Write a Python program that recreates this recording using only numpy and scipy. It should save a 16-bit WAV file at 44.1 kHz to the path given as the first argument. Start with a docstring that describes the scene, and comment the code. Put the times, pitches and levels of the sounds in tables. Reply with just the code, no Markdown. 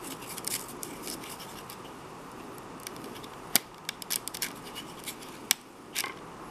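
"""Ribbon cable against a plastic case

Close to a camera, fingers work a ribbon cable against a plastic case. Short impulses excite resonances
as the ribs tick and snap; friction makes the cable scrape, chirp and faintly squeal; knocks ring the
lid and the bench. A ventilated room rumbles behind, and gain control ducks after the loudest snaps."""
import sys
import numpy as np
from scipy import signal
from scipy.fft import rfft, irfft, next_fast_len
from scipy.io import wavfile
from scipy.ndimage import uniform_filter1d, map_coordinates

SR = 44100
rng = np.random.default_rng(int(sys.argv[2]) if len(sys.argv) > 2 else 0)


def wav_out(sig):
    """Save sig, one row per channel (or a flat mono array), as 16-bit PCM at SR to the path in sys.argv[1]."""
    wavfile.write(sys.argv[1], SR, np.round(np.clip(np.atleast_2d(sig).T, -1, 1) * 32767).astype(np.int16))


N = 286650

# Resonances of the cable's ribs, the edge and the case: centre_hz, width_hz, gain_db
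RIB_MODES = [(7330, 3040, -4), (8310, 340, 2.5), (9550, 2700, -7.5), (11740, 650, 4), (12330, 1940, -2.5)]
EDGE_MODES = [(4570, 820, 3.5), (5160, 270, 8), (5654, 810, 4.5)]
CASE_MODES = [(1607, 150, 2.5), (2312, 184, 3), (2846, 203, 2.5), (3520, 580, 2.5)]
# Contour of the holding fingers' faint rustle: time_s, level_db
FINGER_RUSTLE = [(0.0, -51.5), (0.3, -49), (0.61, -56.5), (1.45, -52), (2.85, -67), (3.04, -52.5),
                 (3.95, -59), (5.25, -54), (5.72, -53), (6.5, -63)]


def amp(db):
    """Amplitude ratio of a level in decibels."""
    return 10 ** (np.asarray(db) / 20)


def unit(x):
    """Normalisation to an rms of 1."""
    return x / np.sqrt(np.mean(abs(x) ** 2) + 1e-20)


def along(points, hz):
    """Interpolation of (frequency_hz, value) points on a logarithmic frequency axis."""
    point_hz, values = np.transpose(points)
    return np.interp(np.log(hz + 1), np.log(point_hz + 1), values)


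def curves(rows):
    """Linear interpolation: one value per sample for each column after the time."""
    time_s, *columns = np.transpose(rows)
    return [np.interp(np.arange(N) / SR, time_s, column) for column in columns]


def wobble(knots_per_s):
    """Smooth random modulation: a spline through Gaussian knots."""
    knots = rng.standard_normal(int(N * knots_per_s / SR) + 4)
    return map_coordinates(knots, [np.arange(N) * knots_per_s / SR])


def filtered(x, response):
    """Linear filtering: the spectrum of x times a complex frequency response."""
    size = next_fast_len(N + SR // 2)
    return irfft(rfft(x, size) * response(np.fft.rfftfreq(size, 1 / SR)), size)[..., :N]


def modal_response(hz, modes):
    """Modal superposition at unit power gain; one wide resonance over all steepens the skirts."""
    def resonance(centre, width):
        return 1j * hz * width / (centre * centre - hz * hz + 1j * hz * width)
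    low, high = modes[0][0], modes[-1][0]
    peaks = sum((-1) ** k * amp(db) * resonance(centre, width)
                for k, (centre, width, db) in enumerate(modes))
    return unit(resonance(np.sqrt(low * high), high - low) * peaks)


def resonate(force, modes):
    """Forced vibration: a body's resonances colour the force that drives it."""
    return filtered(force, lambda hz: modal_response(hz, modes))


def noise(spectrum):
    """Spectral shaping: white noise is coloured and brought to an rms of 1."""
    return unit(filtered(rng.standard_normal(N), lambda hz: amp(along(spectrum, hz))))


def background():
    """Independent sources add in power: ventilation, handling rumble, mains hum and microphone hiss."""
    # Spectral densities of ventilation and hiss: frequency_hz, relative_db
    air_spectrum = [(12, -45), (20, -12.5), (65, -13), (92, -15.5), (107, -10), (170, -4), (264, -10.5),
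                    (374, -5), (540, -10.5), (617, -13.5), (734, -10), (890, -7), (1250, -8), (1420, -18),
                    (2000, -20), (2600, -52.5), (4400, -120)]
    hiss_spectrum = [(880, -31), (1500, -1), (1820, -56), (2130, -6.5), (2410, -6), (2840, -5.5),
                     (3190, -12.5), (3590, -11.5), (3990, -15), (4310, -14), (4890, -13.5), (5440, -14),
                     (9000, -17), (9550, -15), (10100, -22), (15200, -31)]
    # Drift of the ventilation and swells of the rumble: time_s, relative_db
    air_drift = [(0, -0.5), (1, -1), (2, -1.5), (3, -1), (4.5, 0), (5.5, -4), (6.5, 1)]
    rumble_swells = [(0.0, -44.5), (0.5, -49.5), (.85, -44.5), (1.1, -43.5), (1.39, -52.5), (2.15, -54),
                     (2.5, -48), (2.85, -48.5), (3.08, -41.5), (3.45, -56), (4.44, -49), (5.7, -48),
                     (6.5, -50)]
    # Mains tone: pitch_hz, relative_db
    hum_tones = [(120, -64.5)]
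    rumble_modes = [(240.4, 59, 1.0), (286.7, 69, 2), (407, 240, -4.0)]  # centre_hz, width_hz, gain_db
    air = amp(-44.5 + curves(air_drift)[0] + 0.2 * wobble(2.16)) * noise(air_spectrum)
    rumble_db = curves(rumble_swells)[0] - 2 + 2 * wobble(11)
    rumble = amp(rumble_db) * unit(resonate(rng.standard_normal(N), rumble_modes))
    hum = sum(amp(db + 2.5) * np.sin(2 * np.pi * hz * np.arange(N) / SR) for hz, db in hum_tones)
    return air + rumble + hum + amp(-56.5) * noise(hiss_spectrum)


def reverberation(x):
    """Diffuse decay: each frequency dies at its own rate; random phases keep the tail from ringing."""
    # Reverberation time of the room: frequency_hz, t60_s
    decay_times = [(300, 0.47), (3000, 0.48), (12000, 0.26)]
    # Colour of the wall reflections: frequency_hz, gain_db
    wall_colour = [(300, 1.5), (3000, -2), (12000, -7)]
    hz, t, spectra = signal.stft(rng.standard_normal(SR // 2), SR, nperseg=256)
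    tail_db = along(wall_colour, hz)[:, None] - 60 * t / along(decay_times, hz)[:, None]
    tail = signal.istft(spectra * amp(tail_db), SR, nperseg=256)[1]
    reflections = signal.fftconvolve(np.pad(x, (350, 0)), tail / np.linalg.norm(tail))
    wet = signal.stft(reflections, nperseg=192)[2]
    return signal.istft(wet * np.exp(2j * np.pi * rng.random(wet.shape)), nperseg=192)[1][:N]


def squeal():
    """Stick-slip friction: rubbed plastic drives two high resonances, periodically or, if rough, as noise."""
    # Course of the rubbing: time_s, slip_rate_hz, level_db, roughness (0 to 1)
    rubbing = [(2.14, 800, -95, 0), (2.2, 880, -76, 0), (2.25, 1045, -73, 0), (2.3, 1300, -72, 0),
               (2.35, 1190, -76, 0), (2.41, 1092, -70, 0), (2.445, 1015, -70, 0), (2.5, 955, -74, 0),
               (2.535, 1085, -69, 0), (2.58, 1200, -78, 0), (2.62, 1090, -70, 0), (2.66, 850, -75, 0),
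               (2.69, 750, -95, 0), (2.84, 900, -95, 1), (2.88, 900, -66, 1), (3.15, 900, -67, 1),
               (3.22, 900, -95, 1), (6.36, 1060, -95, 0), (6.41, 1080, -74, 0), (6.5, 1140, -71, 0)]
    # Resonances of the plastic, applied twice: centre_hz, width_hz, gain_db
    plastic_modes = [(11150, 400, 3), (13800, 650, 0)]
    slip_hz, db, roughness = curves(rubbing)
    cycles = np.cumsum(uniform_filter1d(slip_hz, size=1300)) / SR
    harmonics = unit(sum(amp(6 * wobble(18)) * np.cos(2 * np.pi * k * cycles) for k in range(8, 19)))
    force = amp(db + 2 * wobble(40)) * ((1 - roughness) * harmonics + roughness * rng.standard_normal(N))
    return filtered(force, lambda hz: unit(modal_response(hz, plastic_modes) ** 2))


def chirps():
    """Narrow-band noise: where a stroke catches, one wavering pitch swells under a Gaussian envelope."""
    # Catches of the cable: peak_s, length_s, pitch_hz, width_hz, level_db
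    catches = [(.053, 0.055, 2740, 170, -51), (.24, 0.065, 2730, 170, -52.5),
               (1.124, 0.047, 5200, 500, -43.5), (1.42, 0.053, 5400, 300, -52.5),
               (1.857, 0.028, 2960, 90, -52), (2.406, 0.024, 2680, 300, -56.5),
               (2.92, 0.12, 2910, 120, -67), (3.243, 0.02, 3610, 200, -46), (4.128, 0.027, 5350, 600, -37),
               (4.35, 0.017, 5500, 500, -44), (4.43, 0.022, 5350, 600, -38), (4.685, .06, 2930, 89, -57),
               (4.785, 0.05, 2920, 80, -44.5), (4.9, .04, 2940, 90, -61), (4.995, .03, 3000, 90, -56),
               (5.088, 0.032, 3830, 120, -44), (5.955, 0.046, 2900, 100, -45), (5.987, .05, 5240, 600, -44)]
    out, t = np.zeros(N + SR), np.arange(-SR // 10, SR // 10) / SR
    for peak_s, length_s, hz, width_hz, db in catches:
        complex_noise = [1, 1j] @ rng.standard_normal((2, len(t)))
        waver = unit(signal.lfilter([1], [1, -np.exp(-np.pi * width_hz / SR)], complex_noise))
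        swell = amp(db + 6 - 43 * (t / length_s) ** 2)
        out[round(peak_s * SR):][:len(t)] += swell * (waver * np.exp(2j * np.pi * hz * t)).real
    return out[SR // 10:][:N]


def struck(blows, modes):
    """Free vibration: each blow starts damped modes; loose parts make their level and phase flutter."""
    out, t = np.zeros(N + SR), np.arange(SR // 5) / SR
    def flutter():
        return map_coordinates(rng.standard_normal(64), [t * 220])
    for start_s, db in blows:
        ring = sum(amp(gain_db + 2.2 * flutter() - 60 * t / t60_s)
                   * np.sin(2 * np.pi * hz * t + .45 * flutter()) for hz, gain_db, t60_s in modes)
        out[round(start_s * SR):][:len(t)] += amp(db) * (1 - np.exp(-t / 0.00044)) * ring
    return out[:N]


def knocks():
    """Impact excitation: the hollow lid is knocked, and the case jolts on the bench."""
    # Blows on lid and bench: start_s, level_db
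    lid_blows = [(6.0385, -25.5), (6.067, -32), (6.095, -32.5)]
    bench_blows = [(3.5545, -22.5), (4.106, -37.5), (5.51, -32), (5.984, -40)]
    # Their natural modes: pitch_hz, gain_db, t60_s
    lid_modes = [(394, 2, 0.034), (830, -4, 0.045), (1063, 0.5, 0.095), (1570, -2, 0.05), (2093, 1, 0.072),
                 (2300, -5.5, 0.05), (3010, -7, 0.044)]
    bench_modes = [(255, 6.5, 0.037), (720, -1.5, 0.051), (1100, -16, 0.053), (1440, -8.5, 0.054),
                   (1900, -7, 0.057), (2280, -18, 0.07)]
    return struck(lid_blows, lid_modes) + struck(bench_blows, bench_modes)


def body_levels(db, brightness_db, edge_db):
    """Spectral balance: ribs exceed case by brightness_db; the edge is edge_db from their mean."""
    ribs_db, case_db = db + min(brightness_db, 0), db - max(brightness_db, 0)
    return np.array([ribs_db, (ribs_db + case_db) / 2 + edge_db, case_db])


def moving_contact(x, depth_db=3.5):
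    """Spectral modulation: as the contact moves, gain varies in patches of about 500 Hz by 50 ms."""
    spectra = signal.stft(x, nperseg=256)[2]
    patches = uniform_filter1d(rng.standard_normal(spectra.shape), size=3, axis=0)
    patches = uniform_filter1d(patches, size=17, axis=1)
    return signal.istft(spectra * unit(amp(depth_db * unit(patches))), nperseg=256)[1][:N]


def scrapes():
    """Sliding friction: uneven grit under the strokes and the fingers drives ribs, edge and case."""
    # Strokes of the cable: peak_s, length_s, level_db, brightness_db
    strokes = [(0.067, 0.099, -47, 7), (0.114, 0.042, -42.5, 5), (0.228, 0.053, -48.5, -3.5),
               (0.31, 0.071, -40.5, 10), (0.377, 0.029, -41.5, 4.5), (0.51, 0.022, -36, 9),
               (0.541, 0.054, -31, 9), (0.606, 0.12, -47.5, 9), (0.701, 0.041, -42.5, 13),
               (0.863, 0.086, -47.5, 8), (0.943, 0.12, -54, 4), (1.047, 0.068, -47, 7),
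               (1.091, 0.041, -44, 6), (1.133, 0.031, -40.5, 16), (1.257, 0.096, -47.5, -4),
               (1.317, 0.06, -43.5, 6), (1.42, 0.071, -48.5, -1), (1.502, 0.07, -52.5, 0.5),
               (1.581, 0.064, -48.5, -4), (1.713, 0.063, -50, -3), (1.857, 0.028, -56, -3),
               (3.165, 0.05, -49, -9), (3.566, 0.096, -44, -8), (4.117, 0.019, -38, -1),
               (4.163, 0.021, -37.5, -24), (4.347, 0.018, -41.5, -1), (4.446, 0.06, -38.5, -5),
               (4.57, 0.041, -51.5, 3.5), (4.674, 0.07, -47, -4.5), (4.778, 0.076, -46.5, -3),
               (4.892, 0.082, -54.5, 2), (4.985, 0.044, -52.5, -7), (5.081, 0.048, -37, 5.5),
               (5.121, 0.039, -49.5, 3), (5.242, 0.13, -52, -2), (5.344, 0.065, -51.5, -7),
               (5.966, 0.034, -36.5, -5), (5.989, 0.04, -34.5, -14)]
    t, rise_share = np.arange(N) / SR, 0.43
    power = amp(curves(FINGER_RUSTLE)[0] + np.array([[-9], [-15], [-13]])) ** 2  # ribs, edge, case
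    for peak_s, length_s, db, brightness_db in strokes:
        span = slice(max(round((peak_s - .2) * SR), 0), round((peak_s + .25) * SR))
        side_s = length_s * np.where(t[span] < peak_s, rise_share, 1 - rise_share)
        fade_db = 10 * ((t[span] - peak_s) / side_s) ** 2
        power[:, span] += amp(body_levels(db, brightness_db, edge_db=-4.5)[:, None] - fade_db) ** 2
    grit = unit(amp(2.5 * wobble(150) + 0.87 * wobble(610)))
    forces = np.sqrt(power) * grit * rng.standard_normal((3, N))
    return moving_contact(sum(map(resonate, forces, (RIB_MODES, EDGE_MODES, CASE_MODES))))


def stray_ticks(per_s=5.2):
    """Random impulses: rows for tiny ticks whose levels follow the finger rustle."""
    when, size, tone = rng.random((round(per_s * N / SR), 3)).T
    rustle_db = curves(FINGER_RUSTLE)[0][(when * N).astype(int)]
    return list(zip(when * N / SR, rustle_db - 6.5 - 4 * np.log(1 - size), 30 * (tone - .5)))


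def ticks():
    """Transient excitation: short bursts ring ribs, edge, case and shell; louder ticks last longer."""
    # Ticks and snaps of the ribs: start_s, level_db, brightness_db
    snaps = [(0.1222, -36.5, -19), (0.2622, -46, 10), (0.3813, -29, 9), (0.446, -32, 18), (0.4686, -30, 12),
             (0.4752, -21.5, 14), (0.5127, -31, 10), (0.5513, -27, 8), (0.5938, -35, 15), (0.6126, -35, 24),
             (0.6845, -38, 27), (0.8322, -23.5, 24), (1.0736, -31, 6), (1.0816, -34, 6), (1.1, -28, 16),
             (1.1128, -34, 11), (1.126, -44, 8), (1.138, -40, 6), (1.699, -34, 14), (1.719, -44, 5),
             (1.729, -40, 10), (2.316, -46, 17), (2.398, -57, 0), (2.5826, -37, 24), (2.8, -39.5, 24),
             (2.8328, -39, 26), (2.868, -27.5, 7), (2.9636, -42.5, 0.5), (3.0165, -49, 8),
             (3.042, -43.5, 2), (3.058, -50, 2), (3.2418, -43, 0), (3.3346, -45.5, -20), (3.5534, -38, 18),
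             (3.5554, -9.5, 14), (3.5612, -17.5, -2.5), (3.744, -42, -8), (3.781, -45, 0), (3.851, -47, 0),
             (3.8893, -20.5, -5), (4.0212, -26.5, 6), (4.1049, -30.5, 2), (4.111, -23, 12),
             (4.1222, -19, 11), (4.1324, -21, 10), (4.14, -28, -1), (4.158, -16.5, 16),
             (4.2756, -21.5, 12.5), (4.346, -32, 5), (4.3503, -33, 3), (4.37, -31.5, 4),
             (4.4219, -21.5, 10), (4.43, -22.5, 7.5), (4.436, -28, 17.5), (4.4426, -28, 7),
             (4.4644, -40, -2), (4.4856, -38, 7), (4.5048, -43, -10), (4.5137, -43, 8), (4.993, -46, 5),
             (5, -44, 14), (5.05, -45, 2), (5.038, -36.5, 13), (5.231, -38.5, 14), (5.287, -44.5, 13),
             (5.529, -39, 5), (5.51, -12, 4.5), (5.9657, -27.5, 4), (5.9806, -27, 8), (5.9867, -19.5, 10),
             (5.998, -25.5, 8), (6.005, -19.5, 9), (6.038, -32, -10), (6.0587, -36, -2), (6.0814, -40, -4),
             (6.1216, -43, -19), (6.173, -43.5, -12), (6.188, -47, -20)]
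    # Dull resonances of the shell: centre_hz, width_hz, gain_db
    shell_modes = [(593, 550, -2), (1000, 350, 5), (1310, 570, -0.5)]
    # Relative length of the bursts on ribs, edge, case and shell: t60_ratio
    decay_ratios = [.6, .8, 1.2, 1.5]
    out, t = np.zeros(N + SR), np.arange(2048) / SR
    hz = np.fft.rfftfreq(len(t), 1 / SR)
    bodies = np.array([modal_response(hz, m) for m in (RIB_MODES, EDGE_MODES, CASE_MODES, shell_modes)])
    attack = 1 - np.exp(-t / 0.00046)
    crack = amp(14.5 - 60 * t / 0.0018)  # the sharp start of each burst
    for start_s, db, brightness_db in snaps + stray_ticks():
        t60_s = 0.014 * np.exp(.01 * (db + 30)) * np.c_[decay_ratios]
        bursts = (amp(-60 * t / t60_s) + crack) * attack * rng.standard_normal((4, len(t)))
        rings = irfft(rfft(bursts) * bodies)
        peak_rms = np.sqrt(uniform_filter1d(rings ** 2, size=66).max(axis=1))  # the loudest 1.5 ms
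        levels_db = body_levels(db, brightness_db, edge_db=-1.5)
        shell_db = levels_db[-1] - 10.5
        out[round(start_s * SR):][:len(t)] += amp(np.append(levels_db, shell_db)) / peak_rms @ rings
    return out[:N]


def scene(cutoff_hz=166):
    """Superposition of all sources; the handling sounds and their reverberation fall away below the cutoff."""
    handling = ticks() + scrapes() + chirps() + knocks()
    in_room = handling + amp(-16.5) * reverberation(handling)
    radiated = filtered(in_room, lambda hz: (1j * hz / (cutoff_hz + 1j * hz)) ** 2)
    return (radiated + squeal() + background())[None]


def record(dry):
    """Automatic gain control: loud moments lower the gain, which creeps back; a band limit follows."""
    recovery_db_per_s, shelf_hz, top_hz = 5, 15050, 16441
    level_db = 10 * np.log10(abs(uniform_filter1d(dry[0] ** 2, size=176)) + 1e-12)
    wanted_db = np.clip(.45 * (level_db + 25), 0, 5.4)  # reduction begins above -25 dB
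    creep_db = recovery_db_per_s * np.arange(N) / SR
    held_db = np.maximum.accumulate(wanted_db + creep_db) - creep_db
    duck_db = uniform_filter1d(held_db, size=2001, origin=1000)  # lag: a mean over the past 45 ms
    ducked = dry * amp(-duck_db)
    return filtered(ducked, lambda hz: (hz < top_hz) * (amp(-31) + 1 / (1 + (hz / shelf_hz) ** 150)))


dry = scene()
out = record(dry)
wav_out(out)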